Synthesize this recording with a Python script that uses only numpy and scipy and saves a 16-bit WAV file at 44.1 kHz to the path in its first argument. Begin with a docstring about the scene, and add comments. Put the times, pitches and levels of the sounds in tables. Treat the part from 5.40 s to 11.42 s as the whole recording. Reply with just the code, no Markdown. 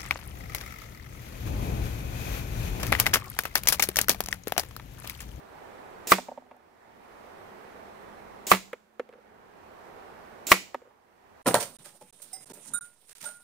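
"""Outdoors, close to a cardboard box, three air rifle shots arrive over faint traffic and a far drone.
Each far muzzle report is a decaying noise puff with an echo; the pellet's hiss swells, then cuts off.
Box modes, torn-card noise and a hollow boom make each slap; short modal knocks make the pellet's bounces.
Random taps give the yard's reverb. The slap overloads the recorder, whose gain control ducks the traffic."""
import sys
import numpy as np
from scipy import signal
from scipy.fft import rfft, irfft
from scipy.io import wavfile
from scipy.ndimage import uniform_filter1d

SR = 44100
rng = np.random.default_rng(int(sys.argv[2]) if len(sys.argv) > 2 else 0)


def pcm_store(signal):
    """Save signal as 16-bit PCM."""
    levels = np.round(np.clip(np.atleast_2d(signal), -1, 1) * 32767)
    wavfile.write(sys.argv[1], SR, levels.astype(np.int16).T)


N = 265482

# Levels are set ahead of the recorder; a positive lean is to the left.
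# Far road wash: [f/Hz, relative level/dB per Hz]
TRAFFIC_SPECTRUM = [(12, -29), (20, -7), (27, -21.5), (64, -1.5), (144, -10.5), (207, -2), (306, -5.5),
                    (383, 1.5), (520, -1.5), (790, 0.5), (1270, -6), (1820, -9.5), (3180, -20.5),
                    (8910, -32), (15600, -33.5)]
# Likeness of the road wash at the two microphones: [f/Hz, likeness 0-1]
TRAFFIC_LIKENESS = [(60, 0.81), (200, 0.3), (640, 0.25), (1400, 0.15), (3100, 0.09), (6800, 0.088),
                    (9000, 1)]
# Stereo lean of the road wash: [f/Hz, lean/dB]
TRAFFIC_LEAN = [(60, 1.5), (110, 0.5), (200, -2.5), (380, -3), (700, -4), (1290, -6), (2380, -6.0),
                (4400, -5.5), (8120, -8), (15000, 6.5)]
# Level curve of the wash, mostly its lower part: dips after the second and third shots: [t/s, level/dB]
TRAFFIC_LEVEL = [(0, 1), (.7, 3), (1.3, 0.5), (2.001, 2), (3, 3), (3.5, -4.5), (3.9, 4), (4.4, 3), (5, 2.5),
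                 (5.6, -2.5), (6.02, 0.5)]
# Muzzle reports: [t/s, level/dB, lean/dB]
REPORTS = [(0.671, -29, -3), (3.068, -28.5, 0.5), (5.068, -27.5, -5)]
# Puff from the muzzle: [f/Hz, relative level/dB per Hz]
MUZZLE_SPECTRUM = [(120, -37.5), (200, -4), (462, -0.5), (1430, -22), (2380, -8), (3190, -11), (6370, -6),
                   (7100, 1), (9510, -15), (15600, -7.5)]
# Echo of the report off far trees and walls: [f/Hz, relative level/dB per Hz]
ECHO_SPECTRUM = [(300, -14.5), (1000, -10), (2000, -2), (4000, -0.5), (8000, -7.5), (11000, -10.5),
                 (15500, -13)]
# Pellet strikes: [t/s, blow level/dB, flight hiss level/dB, lean/dB, tearing decay/s,
# hollow boom level/dB relative to the blow]
STRIKES = [(.7190, 3, -16.5, -2.5, 0.0036, -19), (3.1157, 6, -17.5, -3.5, 0.0025, -18.5),
           (5.1172, 4, -17.5, -2.5, 0.0045, -22.5)]
# Pellet hiss, also the treble tick of a bounce: [f/Hz, relative level/dB per Hz]
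HISS_SPECTRUM = [(350, -33), (600, -17.5), (1060, -9.5), (1960, -11.5), (3520, -10), (4500, -12),
                 (7980, -5.5), (11400, -10), (15600, -3)]
# Decay of the yard's reverb: [f/Hz, t60/s]
YARD_DECAY = [(250, 0.61), (1000, 0.12), (3000, 0.47), (7000, 0.48), (14000, 0.069)]
# Tone of the yard's reverb: [f/Hz, relative level/dB]
YARD_COLOUR = [(200, -9.5), (800, -19), (2200, -8), (5000, 0.5), (9000, 0.5), (15000, 8)]
# Modes of the box before damping and weighting: [f/Hz, relative level/dB, t60/s]
BOX_MODES = [(342, -8.5, 0.1), (400, -10, 0.1), (488, -15, 0.08), (624, -14.5, 0.066), (685, -10, 0.037),
             (743, -10.5, 0.057), (860, -7.5, 0.021), (895, -9, 0.063), (1022, -4.5, 0.034),
             (1168, 2, 0.036), (1153, 6.5, .03), (1183, -0.5, 0.017), (1328, 4, 0.025),
             (1843, -10.5, 0.039), (2030, -10, 0.01)]
# Tearing card: [f/Hz, relative level/dB per Hz]
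CRACK_SPECTRUM = [(240, -38), (400, -14.5), (587, -9.5), (1240, -6.5), (1710, -11), (2030, -5),
                  (3160, -16.5), (5010, -21), (5490, -21.5), (7930, -25), (15600, -24)]
# Bounces of the spent pellet: [t/s, level/dB, panel name, scuff level/dB and treble tick level/dB,
# both relative to the bounce]
BOUNCES = [(.784, -18, "wall", -11, -37), (.885, -18.5, "wall", -23, -45), (.915, -19.5, "wall", -35, -34),
           (0.976, -19, "wall", -21.5, -30), (1.02, -33, "flap", -23, -30), (1.064, -38, "wall", -13, -26),
           (1.112, -27.5, "wall", -11.5, -43), (1.144, -38, "flap", -19, -31),
           (1.165, -36.5, "flap", -22, -7), (1.203, -44, "wall", -19, -30),
           (3.135, -15, "edge", -15, -24.5), (3.331, -17, "floor", -3.5, -12),
           (3.596, -8.5, "floor", -10.5, -33.5), (3.691, -29.5, "floor", -12, -38),
           (3.727, -35.5, "floor", -5.5, -35), (3.736, -33, "floor", -6, -40),
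           (3.754, -33.5, "floor", -24.5, -43), (3.784, -35.5, "floor", -17.5, -42),
           (5.345, -9, "edge", -13.5, -24), (5.418, -30.5, "floor", -15, -33),
           (5.453, -36.5, "floor", -21, -35), (5.463, -41, "edge", -11, -35),
           (5.473, -34.5, "floor", -19, -37), (5.508, -39, "edge", -16, -35)]
# Panels the pellet lands on, by name: [pitch f/Hz, spread/octaves, hum level/dB relative to the bounce,
# slap-back level/dB relative to the knock, lean/dB]
PANELS = {"wall": (615, .26, -15.5, -7, -2.3), "flap": (700, .17, -12, -14, 0.5),
          "floor": (480, .18, -27, -22, -2.5), "edge": (690, 0.7, -25, -9, -3.5)}
# Lead scraping card: [f/Hz, relative level/dB per Hz]
SCUFF_SPECTRUM = [(530, -34), (900, -4.5), (1640, -9), (2160, -7.5), (2970, -17.5), (3820, -28),
                  (5830, -39.5), (9000, -40.5), (11700, -70), (19800, -120)]
# Faint far drone: [t/s, f/Hz, level/dB]
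DRONE = [(1.9, 212, -78), (2.3, 211.4, -59), (2.7, 206, -65.5), (3.05, 206, -59), (3.8, 216, -55.5),
         (4.2, 216.8, -75), (4.6, 224, -86)]

TRAFFIC_DB = -46.5  # overall rms
LATE_S = .0005  # the road wash below 7.5 kHz reaches the left microphone later
BOOM_HZ, BOOM_T60_S = 190, .19  # the air inside the box
HUM_HZ, HUM_T60_S = 251, 0.15  # the widest wall
SLAP_S = .0054  # a knock returns from the far wall of the box
FIRM_RAD = .3  # random spread of the starting phases of a bounce
MEMORY_S, THRESHOLD_DB, SLOPE, RANGE_DB, KNEE_DB = .11, -49.5, 0.95, 19.5, 17  # gain control
FOLLOW_S, SETTLE_S, MAKEUP_DB = 0.063, 0.13, 4.0
EDGE_HZ = 15700  # top of the recorder's band


def gain_of(db):
    """Turns decibels into an amplitude factor."""
    return 10 ** (np.asarray(db) / 20)


def evened(x):
    """Brings a signal to rms 1."""
    return x / np.sqrt(np.mean(x ** 2) + 1e-20)


def read(points, hz):
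    """Reads a curve between its points along a logarithmic pitch axis."""
    f, value = np.transpose(points)
    return np.interp(np.log(hz + 1), np.log(f + 1), value)


def add(mix, s, sound, lean_db):
    """Places a two-channel sound at time s, leaning left or right."""
    part = mix[:, round(s * SR):][:, :sound.shape[1]]
    leaning = sound * gain_of([[lean_db / 2], [-lean_db / 2]])
    part += leaning[:, :part.shape[1]]


def noise(spectrum, count, same):
    """Two channels of coloured noise, rms 1, alike by the share same."""
    a, b = rng.standard_normal((2, count))
    same = np.clip(same, 0, 1)
    pair = np.array([a, same * a + np.sqrt(1 - same ** 2) * b])
    colour = gain_of(read(spectrum, np.fft.rfftfreq(count, 1 / SR)))
    return evened(irfft(rfft(pair) * colour, count))


def traffic():
    """Far road wash: random short-time spectra with faint patches, under a level curve."""
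    frames, hz = N // 256 + 5, np.fft.rfftfreq(1024, 1 / SR)
    a, b, c, d, patches = rng.standard_normal((frames, 513, 5)).T
    patches = uniform_filter1d(patches, 10, 0)  # across pitch
    patches = .7 * evened(uniform_filter1d(patches, 20, 1))  # across time, in dB
    same = np.clip(read(TRAFFIC_LIKENESS, hz), -1, 1)[:, None]
    left = a + 1j * b
    z = np.array([left, same * left + np.sqrt(1 - same ** 2) * (c + 1j * d)])
    # no delay above 7.5 kHz, where both channels are nearly alike
    z[0] *= np.exp(-2j * np.pi * hz * LATE_S * (hz < 7500))[:, None]
    lean = read(TRAFFIC_LEAN, hz)[:, None] / 2
    level_db = np.interp(np.arange(frames) * 256 / SR, *np.transpose(TRAFFIC_LEVEL))
    curve_db = np.outer(1 / (1 + (hz / 3500) ** 2), level_db)  # mostly the lower part
    z *= gain_of(read(TRAFFIC_SPECTRUM, hz)[:, None] + patches + curve_db + np.array([lean, -lean]))
    wash = signal.istft(z, nperseg=1024, noverlap=768)[1][:, :N]
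    return gain_of(TRAFFIC_DB) * evened(wash)


def report():
    """A sharp puff from the far muzzle, smeared by the ground, then a smooth far echo."""
    t = np.arange(32768) / SR
    fall = np.exp(-t / 0.0063) + gain_of(-4.0) * np.exp(-t / 0.081)  # sharp puff, then ground smear
    puff = noise(MUZZLE_SPECTRUM, count=len(t), same=0.69) * fall
    swell = np.exp(-t / 0.07) * (1 - np.exp(-t / 0.016))
    echo = gain_of(-6.5) * noise(ECHO_SPECTRUM, count=len(t), same=.3) * swell
    return (puff + echo) * np.minimum(t / 0.00063, 1)


def flight(hiss_db):
    """The wake of the pellet grows from about the report on, as it nears, and stops just after impact."""
    t = np.arange(-2048, 200) / SR  # impact at 0
    nearness = 1 / (1 + (np.minimum(t + 0.0006, 0) / .012) ** 2)
    stop = np.clip(-t / 0.0053 + 1, 0, 1)
    return gain_of(hiss_db) * noise(HISS_SPECTRUM, count=len(t), same=0.092) * nearness * stop


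def yard(x):
    """Sparse taps of random sign from fences and walls, each band dying at its own speed."""
    taps = np.zeros((2, SR))
    at = np.arange(300, SR - 20, 20) + rng.integers(0, 20, (2, (SR - 301) // 20))
    np.put_along_axis(taps, at, rng.choice([-1., 1.], at.shape), 1)
    hz, t, z = signal.stft(taps, SR, nperseg=256)
    fall_db = 60 * t / read(YARD_DECAY, hz)[:, None]
    z = z * gain_of(read(YARD_COLOUR, hz)[:, None] - fall_db)
    tail = signal.istft(z, SR, nperseg=256)[1]
    return signal.fftconvolve(x, tail / np.linalg.norm(tail[0]), axes=1)[:, :N]


def ring(weights, rise_s, step, scatter, damping=1):
    """The box answering a blow: neighbouring modes start a step apart in phase, so the sound swells in."""
    hz, db, t60 = np.transpose(BOX_MODES)[:, :, None]
    t = np.arange(16384) / SR
    count = len(BOX_MODES)
    sides = np.array([[1, 0.39], [1, -0.65]])  # phase scatter: a shared part and a part that differs
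    start = step * np.arange(count) + scatter * (sides @ rng.standard_normal((2, count)))
    swing = np.sin(2 * np.pi * hz * t + start[..., None])
    fall = gain_of(db - 60 * damping * t / t60)
    body = (weights[:, None] * fall * swing).sum(1) * (1 - np.exp(-t / rise_s))
    return body / abs(body).max()


def low_tone(hz, db, t60, rise_s, count):
    """A low mode that swells in and dies away."""
    t = np.arange(count) / SR
    return gain_of(db - 60 * t / t60) * (1 - np.exp(-t / rise_s)) * np.sin(2 * np.pi * hz * t)


def strike(blow_db, tear_s, boom_db):
    """All modes of the box ring, under the crack and rustle of tearing card; the air inside booms."""
    body = ring(np.ones(len(BOX_MODES)), rise_s=0.00017, step=2.8, scatter=0.93, damping=0.84)
    t = np.arange(body.shape[1]) / SR
    body *= 0.55 + 1.4 * np.exp(-(t / 0.0042) ** 2)  # the struck panel sheds most of its swing at once
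    jerks = uniform_filter1d(rng.standard_normal(len(t)), 50)
    fibres = gain_of(3.5 * evened(jerks))  # card rips in small jerks
    tearing = np.exp(-t / tear_s) + gain_of(-15.5) * np.exp(-t / 0.021)  # crack, then rustle
    force = fibres * tearing * np.minimum(t / 0.0011, 1)
    crack = gain_of(-4) * noise(CRACK_SPECTRUM, count=len(t), same=0.45) * force
    boom = low_tone(BOOM_HZ, boom_db, BOOM_T60_S, 0.019, count=len(t))
    return gain_of(blow_db) * (body + crack + boom)


def bounce(hz, spread, scuff_db, hum_db, tick_db, slap_db):
    """A light knock wakes mostly the modes near the pitch of the panel it lands on."""
    mode_hz, mode_db = np.transpose(BOX_MODES)[:2]
    octaves = np.log2(mode_hz / hz)
    reach = np.where(octaves > 0, 1.5, 1) * max(spread, .1)  # further upward
    near = np.exp(-.5 * (octaves / reach) ** 2)
    dryness = 1.9 + 3.3 * spread  # broad knocks are drier
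    knock = ring(near / gain_of(mode_db), rise_s=0.00087, step=1.2, scatter=FIRM_RAD, damping=dryness)
    t = np.arange(2048) / SR
    scuff = noise(SCUFF_SPECTRUM, count=len(t), same=.7) * np.exp(-t / 0.0049)
    knock[:, :len(t)] += gain_of(scuff_db) * scuff
    late = round(SLAP_S * SR)
    knock[:, late:] += gain_of(slap_db) * knock[:, :-late]
    flick = np.exp(-t / 0.0018) * (1 - np.exp(-t / .0008))
    tick = noise(HISS_SPECTRUM, count=len(t), same=0.75) * flick
    knock[:, :len(t)] += gain_of(tick_db) * tick
    low_cut = signal.butter(2, 320, "high", fs=SR, output="sos")
    thin = signal.sosfilt(low_cut, knock)  # small lead moves little air
    return thin + low_tone(HUM_HZ, hum_db, HUM_T60_S, 0.002, count=knock.shape[1])


def drone():
    """A weak low tone, blurred by a slow random wobble in pitch."""
    s, hz, db = np.transpose(DRONE)
    t = np.arange(N) / SR
    wobble = evened(uniform_filter1d(rng.standard_normal(N), 3000))
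    turns = np.cumsum(np.interp(t, s, hz) + 6.0 * wobble) / SR  # wobble of 6 Hz rms
    level = gain_of(np.interp(t, s, db, left=-120, right=-120))
    return level * np.sin(2 * np.pi * turns)


def scene():
    """Lays shots and bounces dry, sends both to the yard and adds the distant bed."""
    shots, rattle = np.zeros((2, 2, N))
    for s, db, lean_db in REPORTS:
        add(shots, s, gain_of(db) * report(), lean_db)
    for s, blow_db, hiss_db, lean_db, tear_s, boom_db in STRIKES:
        add(shots, s - 2048 / SR, flight(hiss_db), lean_db)
        add(shots, s, strike(blow_db, tear_s, boom_db), lean_db)
    for s, db, panel, scuff_db, tick_db in BOUNCES:
        hz, spread, hum_db, slap_db, lean_db = PANELS[panel]
        knock = bounce(hz, spread, scuff_db, hum_db, tick_db, slap_db)
        add(rattle, s, gain_of(db) * knock, lean_db)
    reverb = yard(gain_of(-13.5) * shots + gain_of(-17.0) * rattle)
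    return shots + rattle + reverb + traffic() + drone()


def lag(x, seconds, start=0.):
    """One-pole smoothing with a starting value."""
    r = np.exp(-1 / (seconds * SR))
    return signal.lfilter([1 - r], [1, -r], x, zi=[start])[0]


def record(dry):
    """Overload, then a sluggish gain control that remembers loud power, then the band limit."""
    loud = np.tanh(dry)
    memory = lag((loud ** 2).mean(0), MEMORY_S)
    wanted_db = SLOPE * 10 * np.log10(1 + memory / gain_of(THRESHOLD_DB) ** 2)
    wanted_db = RANGE_DB * np.tanh(wanted_db / KNEE_DB)  # limited range: it holds low, then lets go
    follow_db = lag(wanted_db, FOLLOW_S, start=11.0)  # starts ducked, as if recovering from an earlier shot
    duck_db = lag(follow_db, SETTLE_S, start=6.2)
    out = loud * gain_of(MAKEUP_DB - duck_db)
    band = signal.firwin(511, EDGE_HZ, window=("kaiser", 9), fs=SR)
    return signal.oaconvolve(out, band[None], "same")


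dry = scene()
out = record(dry)
pcm_store(out)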